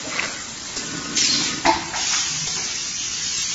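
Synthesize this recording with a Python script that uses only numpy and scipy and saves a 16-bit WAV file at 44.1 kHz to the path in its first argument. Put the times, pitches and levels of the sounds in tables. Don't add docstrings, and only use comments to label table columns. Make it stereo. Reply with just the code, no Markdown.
import sys
import numpy as np
from scipy import signal
from scipy.fft import rfft, irfft, next_fast_len
from scipy.io import wavfile
from scipy.ndimage import uniform_filter1d

SR = 44100
rng = np.random.default_rng(int(sys.argv[2]) if len(sys.argv) > 2 else 0)


def store_pcm(level_fs):
    pcm = np.round(np.clip(level_fs, -1, 1) * 32767).astype(np.int16)
    wavfile.write(sys.argv[1], SR, np.atleast_2d(pcm).T)


def level_to_linear(level):
    exponent = np.asarray(level, float) / 20
    return 10 ** exponent


N = 156114

# (time [s], level [dB])
CHUTE_HITS = [
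    (.1918, -14),
    (.1948, -7),
]


def rms_one(x):
    return x / np.sqrt(np.mean(x ** 2) + 1e-20)


def in_time(rows):
    s, *columns = np.transpose(rows)
    return [np.interp(np.arange(N) / SR, s, c) for c in columns]


def gated(rows):
    t = np.arange(N) / SR
    return level_to_linear(in_time(rows)[0]) * (t >= rows[0][0]) * (t <= rows[-1][0] + .01)


def at_hz(points, hz):
    return np.interp(np.log(hz + 1), np.log(np.array(points)[:, 0]), np.array(points)[:, 1])


def drift(rate):
    r = np.exp(-80 * np.pi * rate / SR)
    slow = signal.lfilter([1], [1, -2 * r, r * r], rng.standard_normal(N // 40 + 2002))[2000:]
    return np.interp(np.arange(N) / 40, np.arange(len(slow)), rms_one(slow))


def band(x, low_hz, high_hz):
    return signal.sosfilt(
        signal.butter(2, [low_hz, min(high_hz, .4 * SR)], "band", fs=SR, output="sos"), x)


def resonate(x, peaks):
    out = 0
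    for hz, width, db in peaks:
        r = np.exp(-np.pi * width / SR)
        ringing = signal.lfilter([1, 0, -1], [1, -2 * r * np.cos(2 * np.pi * hz / SR), r * r], x)
        out = out + level_to_linear(db) * rms_one(ringing)
    return out


def ring(clicks, hz, t60):
    r, w = level_to_linear(-60 / (t60 * SR)), 2 * np.pi * hz / SR
    return signal.lfilter([0, np.sin(w)], [1, -2 * r * np.cos(w), r * r], clicks)


def patchy(spectrum, patchy_db, rate):
    out, together, white = 0, drift(rate), rng.standard_normal((2, N))
    edges = spectrum[0][0] * 2 ** (np.arange(0, 30) / 3)
    for k, (low, high) in enumerate(zip(edges, edges[1:])):
        if low < 8000:
            flicker_db = patchy_db * (.3 * together + drift(rate))
            level_db = at_hz(spectrum, np.sqrt(low * high)) + flicker_db
            out = out + level_to_linear(level_db) * band(white[k % 2], low, high)
    return rms_one(out)


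def grains(rate, spread_db):
    hits = rng.random(N) < rate / SR
    sizes = level_to_linear(spread_db * np.minimum(rng.exponential(1, N), 4))
    return hits * sizes * rng.choice([-1, 1], N) + 1e-9


def press():
    # (frequency [Hz], level [dB], t60 [s])
    modes = [(296, -15, .1), (338, -6.5, .2), (372, -20, .08), (656, -13, .12), (700, -12, .11),
             (770, -8, .11), (830, -10, .07), (880, -9, .18), (934, -10, .08), (960, -10, .11),
             (1012, -8, .08), (1297, -16, .16), (528, -24, .05)]
    # (time [s], level [dB])
    contacts = [(1.644, -27), (1.651, -15), (1.655, -15.5), (1.664, -15), (1.671, -12.5), (1.679, -19.5),
                (1.686, -12), (1.727, -30), (1.761, -25), (1.79, -29.5), (1.932, -26.5), (1.955, -25.5),
                (1.974, -29.5)]
    base_top_hz, release_s, release_base_db = 450, 1.85, -12
    s, db = np.transpose(contacts)
    luck, out = rng.normal(0, 2, (len(s), len(modes))), np.zeros(N)
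    signs = np.sign(np.roll(luck, 1))
    for k, (hz, level_db, t60) in enumerate(modes):
        clicks = np.full(N, 1e-18)
        release_db = release_base_db * (s > release_s) * (hz < base_top_hz)
        clicks[(s * SR).astype(int)] = level_to_linear(db + level_db + luck[:, k] + release_db) * signs[:, k]
        out += (-1) ** k * ring(clicks, hz, t60)
    return out


def vent():
    # (time [s], flow level [dB], whistle pitch [Hz], whistle over hiss [dB])
    flow = [
        (1.15, -41.5, 6350, 4.5),
        (1.175, -17.5, 6400, -2.5),
        (1.197, -20.5, 6230, -4),
        (1.228, -19, 5430, -3.5),
        (1.243, -19, 5340, -1.5),
        (1.292, -23.5, 4260, -2.5),
        (1.328, -23, 4270, -0.5),
        (1.36, -22.5, 3950, -8.5),
        (1.49, -24.5, 3800, -32),
        (1.62, -42, 3800, -5),
    ]
    # (frequency [Hz], density [dB per Hz])
    air = [(290, -47), (500, -37.5), (1470, -16), (1710, -8.5), (2010, -2), (5850, 4.5), (7640, -1),
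           (8000, -72), (10400, -100), (17600, -120)]
    width_hz, wander_hz, breaks_db = 130, 80, 1.2
    _, hz, over_db = in_time(flow)
    wobble = drift(width_hz) + 1j * drift(width_hz) + .8
    phase = 2 * np.pi * np.cumsum(hz + wander_hz * drift(25)) / SR
    tone = rms_one(np.real(wobble * np.exp(1j * phase))) * level_to_linear(breaks_db * drift(30))
    return gated(flow) * (patchy(air, patchy_db=1.8, rate=16) + level_to_linear(over_db) * tone)


def blow():
    # (time [s], flow level [dB])
    flow = [(1.94, -42), (1.965, -26.5), (2.04, -23.5), (2.15, -21.5), (2.26, -25), (2.34, -26),
            (2.43, -27), (2.5, -27), (2.75, -27.5), (3.0, -27.5), (3.1, -27.5), (3.25, -25), (3.4, -24.5),
            (3.54, -26)]
    # (frequency [Hz], density [dB per Hz])
    air = [(530, -53), (900, -25), (1470, -17.5), (2650, -7), (4100, -8.5), (6420, -1.5), (7500, -19.5),
           (7710, -18.5), (8000, -47), (10400, -77), (17600, -120)]
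    # (frequency [Hz], width [Hz], level [dB])
    nozzle = [(5890, 120, -16), (6670, 64, -24), (6740, 160, -12.5)]
    tones = level_to_linear(2.0 * drift(9)) * resonate(rng.standard_normal(N), nozzle)
    return gated(flow) * (patchy(air, patchy_db=.9, rate=12) + tones)


def pour():
    # (time [s], level [dB])
    fall = [
        (.0, -38.5),
        (.09, -46.5),
        (.13, -30),
        (.2, -25.5),
        (.24, -25.5),
        (.31, -32),
        (.42, -38.5),
        (.55, -50),
    ]
    # (frequency [Hz], width [Hz], level [dB])
    chute = [(304, 98, -5), (540, 260, 1.5), (1145, 350, 3.5), (1504, 400, 2.5), (2015, 200, 6),
             (2700, 500, -7), (3800, 1300, -1.5)]
    return gated(fall) * rms_one(resonate(grains(1800, spread_db=2.0), chute))


def tick():
    wall_hz = (2120, 2600)
    ring_s = .0016
    t, out = np.arange(N) / SR, np.zeros(N)
    for s, db in CHUTE_HITS:
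        swell = np.exp(-.5 * ((t - s - ring_s) / (ring_s / 2)) ** 2)
        for hz in wall_hz:
            out += level_to_linear(db) * np.sin(2 * np.pi * hz * (t - s)) * swell
    return out / 1.5


def chain():
    # (time [s], level [dB])
    stroke = [
        (.74, -61),
        (.79, -38.5),
        (.93, -33.5),
        (1.15, -31.5),
        (1.35, -32),
        (1.56, -29.5),
        (1.64, -40),
    ]
    # (frequency [Hz], width [Hz], level [dB])
    frame = [(143.6, 8.8, -14), (173, 20, -6), (238, 31, -2), (287.7, 33, -0.6), (1071, 55, -10),
             (1260, 22, -9), (1461, 40, -4.5), (1755, 110, -10.5)]
    return gated(stroke) * rms_one(resonate(grains(400, spread_db=1.5), frame))


def stops():
    # (time [s], rms level [dB], centre [Hz], width [octaves], t60 [s])
    bursts = [(.04, -34.5, 580, 0.8, 0.3), (.065, -33.5, 280, 0.26, 0.27), (.762, -21.5, 6240, .8, .2),
              (.76, -31.5, 210, 3.5, 0.13), (1.7, -35, 93, 2.3, 0.97), (1.4, -35.5, 880, 0.58, 0.45),
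              (1.648, -19, 1880, 0.73, 0.32), (1.658, -19.5, 4570, 0.69, .4), (1.65, -20, 880, 0.54, .25),
              (1.94, -28.5, 796, .45, 0.31), (3.37, -29, 7350, 0.065, .6), (1.8, -37.5, 1700, 1.3, 1.1),
              (1.67, -18.5, 960, 0.29, .25), (1.165, -26, 6800, .04, .2), (1.228, -27, 4100, .05, .2),
              (1.932, -28, 1740, 0.7, 0.39), (2.128, -24.5, 2270, 1.1, 0.5), (2.105, -35.5, 940, .6, 0.64),
              (2.13, -32, 1300, .7, 0.57), (2.3, -31.5, 151.5, 0.3, 0.9), (2.468, -19.5, 5200, 0.82, .1),
              (2.4684, -27, 1400, 3.3, .12), (2.56, -29.5, 1430, 1.8, 0.42), (2.558, -38.5, 315, 1.3, 0.76),
              (2.942, -23.5, 5900, 0.08, 0.23), (2.99, -26.5, 6550, 0.049, .3),
              (3.46, -31, 3300, 0.08, 0.31), (3.41, -31.5, 2750, 0.056, 0.34),
              (3.36, -31, 3750, 0.044, 0.37)]
    attack_s = .007
    out, t = np.zeros(N + SR), np.arange(SR) / SR
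    for s, db, hz, octaves, t60 in bursts:
        half = 2 ** (octaves / 2)
        burst = rms_one(band(rng.standard_normal(SR), hz / half, hz * half))
        rise = np.minimum(t / min(attack_s, t60 / 20), 1)
        out[int(s * SR):int(s * SR) + SR] += burst * rise * level_to_linear(db - 60 * t / t60)
    return out[:N]


def snaps():
    # (time [s], level [dB])
    latches = [(0.7618, -26), (.7702, -19.5), (.7755, -21), (0.7814, -24), (2.4725, -23.5), (2.477, -22.5),
               (2.482, -23.5), (2.5554, -23.5), (2.566, -21.5), (3.0803, -26.5), (3.1368, -25.5),
               (3.384, -21.5)]
    # (frequency [Hz], t60 [s], level [dB])
    housing = [(160, .03, -15.5), (416, .012, -11), (1558, .012, -8.5), (2800, 0.0053, -5.5),
               (5600, .008, -1), (6700, .008, -1.5)]
    s, db = np.transpose(latches)
    luck, out = rng.normal(0, 3, (len(s), len(housing))), np.zeros(N)
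    for k, (hz, t60, level_db) in enumerate(housing):
        clicks = np.full(N, 1e-18)
        clicks[(s * SR).astype(int)] = -level_to_linear(db + level_db + luck[:, k])
        out += ring(clicks, hz, t60)
    return out


def hall():
    # (frequency [Hz], density [dB per Hz])
    colour = [(12, -19.5), (20, -11.5), (113, -5.5), (285, -4), (636, -17.5), (758, -10.5), (2590, -10.5),
              (7060, -6), (8000, -4.5), (10400, -70), (17600, -120)]
    # (time [s], swell of the leak [dB])
    leak = [(0, 1), (.55, -0.5), (.8, 2), (1.6, 0), (1.9, 0), (2.4, -2), (3.0, -5), (3.54, -2.5)]
    noise = level_to_linear(-32) * patchy(colour, patchy_db=1.37, rate=15)
    hum = band(noise, 10, 210)
    return hum + level_to_linear(in_time(leak)[0]) * (noise - hum)


def room(x, wet_db):
    t, t60 = np.arange(SR) / SR, 0.89
    tail = band(rng.standard_normal(SR), 100, 4100) * level_to_linear(-60 * t / t60) * np.minimum(t / 0.0087, 1)
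    return x + level_to_linear(wet_db) * signal.fftconvolve(x, tail / np.sqrt(np.sum(tail ** 2)))[:N]


def ports(x, tilt):
    # (frequency [Hz], side over mid [dB])
    side_level = [(30, -42), (60, -35.5), (170, -31.5), (350, -10), (700, 0), (1400, -3.5), (2800, 0.8),
                  (7600, -1.3)]
    # (frequency [Hz], left over right [dB])
    left_right = [(100, 0), (300, 0), (600, 2.5), (1200, -4.5), (2500, -3.5), (5000, -1.5), (7600, -3)]
    # (frequency [Hz], part of the side that lags the mid by a plain quarter cycle [0-1])
    lag_share = [(300, .9), (700, 0.77), (1400, 0.59), (2800, 0.62), (6000, 0.24)]
    size = next_fast_len(N + 8192)
    hz, mid = np.arange(size // 2 + 1) * SR / size, rfft(x, size)
    scatter, share = 1, np.clip(at_hz(lag_share, hz), 0, .99)
    for lag_s in (.0031, .0073, .0117, .0169, .023):
        z = np.exp(-2j * np.pi * hz * lag_s)
        scatter = scatter * (z - .5) / (1 - .5 * z)
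    side = mid * level_to_linear(at_hz(side_level, hz)) * (np.sqrt(1 - share ** 2) * scatter - 1j * share)
    lean = level_to_linear(tilt * at_hz(left_right, hz) / 2)
    return np.array([irfft((mid + side) * lean, size)[:N], irfft((mid - side) / lean, size)[:N]])


def swing(rows):
    return level_to_linear(in_time(rows)[0] * [[.5], [-.5]])


def scene():
    # (time [s], balance [dB])
    near_pan = [(0, 0.5), (.7, -0.5), (1.1, -0.5), (1.7, 0.5), (2.2, 0), (2.9, 0), (3.2, 0), (3.54, 0)]
    blow_pan = [(1.9, 4), (2.7, -2), (3.0, -0.5), (3.2, 1), (3.54, 0.5)]
    echoing = room(vent() + stops() + snaps(), wet_db=-11.5)
    near = ports(hall() + chain() + pour() + echoing, tilt=0.72) * swing(near_pan)
    blowing = ports(blow(), tilt=0.79) * swing(blow_pan)
    clanking = ports(room(press() + tick(), wet_db=-17), tilt=0.43)
    return near + blowing + clanking


def thin_stream(x):
    # (frequency [Hz], share of bands dropped [0-1])
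    starved = [(300, 0), (600, .05), (1500, .04), (2200, .15), (4200, .17), (5000, .04), (7600, .03)]
    # (time [s], factor on dropped bands)
    strain = [(0, 1), (.6, 1.3), (1.1, .8), (2.2, .8), (2.7, 1.8), (3.1, 1.5), (3.35, 1.9), (3.54, 1.9)]
    # (time [s], level [dB])
    open_top = [(.768, -28), (1.18, -26), (1.95, -29), (2.485, -26), (3.2, -22), (3.425, -17)]
    sharpen, waver_db, jump_db, cutoff_hz = .36, 1.8, 3.8, 7570
    hz, s, z = signal.stft(x, SR, "cosine", 2822)
    size_now = np.abs(z) + 1e-12
    sharp = (size_now / uniform_filter1d(size_now, size=24, axis=1)) ** sharpen
    level = 10 * np.log10(np.sum(size_now ** 2, axis=(0, 1)))
    steady = np.abs(np.roll(level, -1) - np.roll(level, 1)) < jump_db
    steady &= np.abs(s - CHUTE_HITS[-1][0]) > .033
    bands, pairs = np.ix_(np.arange(len(hz)) // 7, np.arange(len(level)) * 2 // 3)
    drop_share = np.outer(at_hz(starved, hz), np.interp(s, *np.transpose(strain)))
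    kept = rng.random(z.shape[1:])[bands, pairs] > drop_share
    waver = level_to_linear(waver_db * rng.standard_normal(z.shape[1:])[bands, pairs])
    thinned = steady & (hz > starved[0][0])[:, None]
    gain = np.where(thinned, .8 * sharp * waver * (kept + .08), 1)
    leak = sum(level_to_linear(db) * (np.abs(s - at) < .017) for at, db in open_top)
    top = np.where((hz < cutoff_hz)[:, None], 1, np.outer(hz < 8200, leak))
    return signal.istft(z * gain * top, SR, "cosine", 2822)[1][:, :N]


def bright_ticks():
    # (time [s], level [dB])
    tick_times = [
        (3.4197, -40),
        (3.423, -15.5),
    ]
    clicks = np.zeros(N)
    for s, db in tick_times:
        clicks[int(s * SR)] = level_to_linear(db)
    return band(clicks, 7000, 16000)


def roll_off(x):
    return signal.sosfilt(signal.butter(12, 16000, fs=SR, output="sos"), x)


def record(dry):
    mix = thin_stream(dry) + bright_ticks()
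    return roll_off(mix)


dry = scene()
out = record(dry)
store_pcm(out)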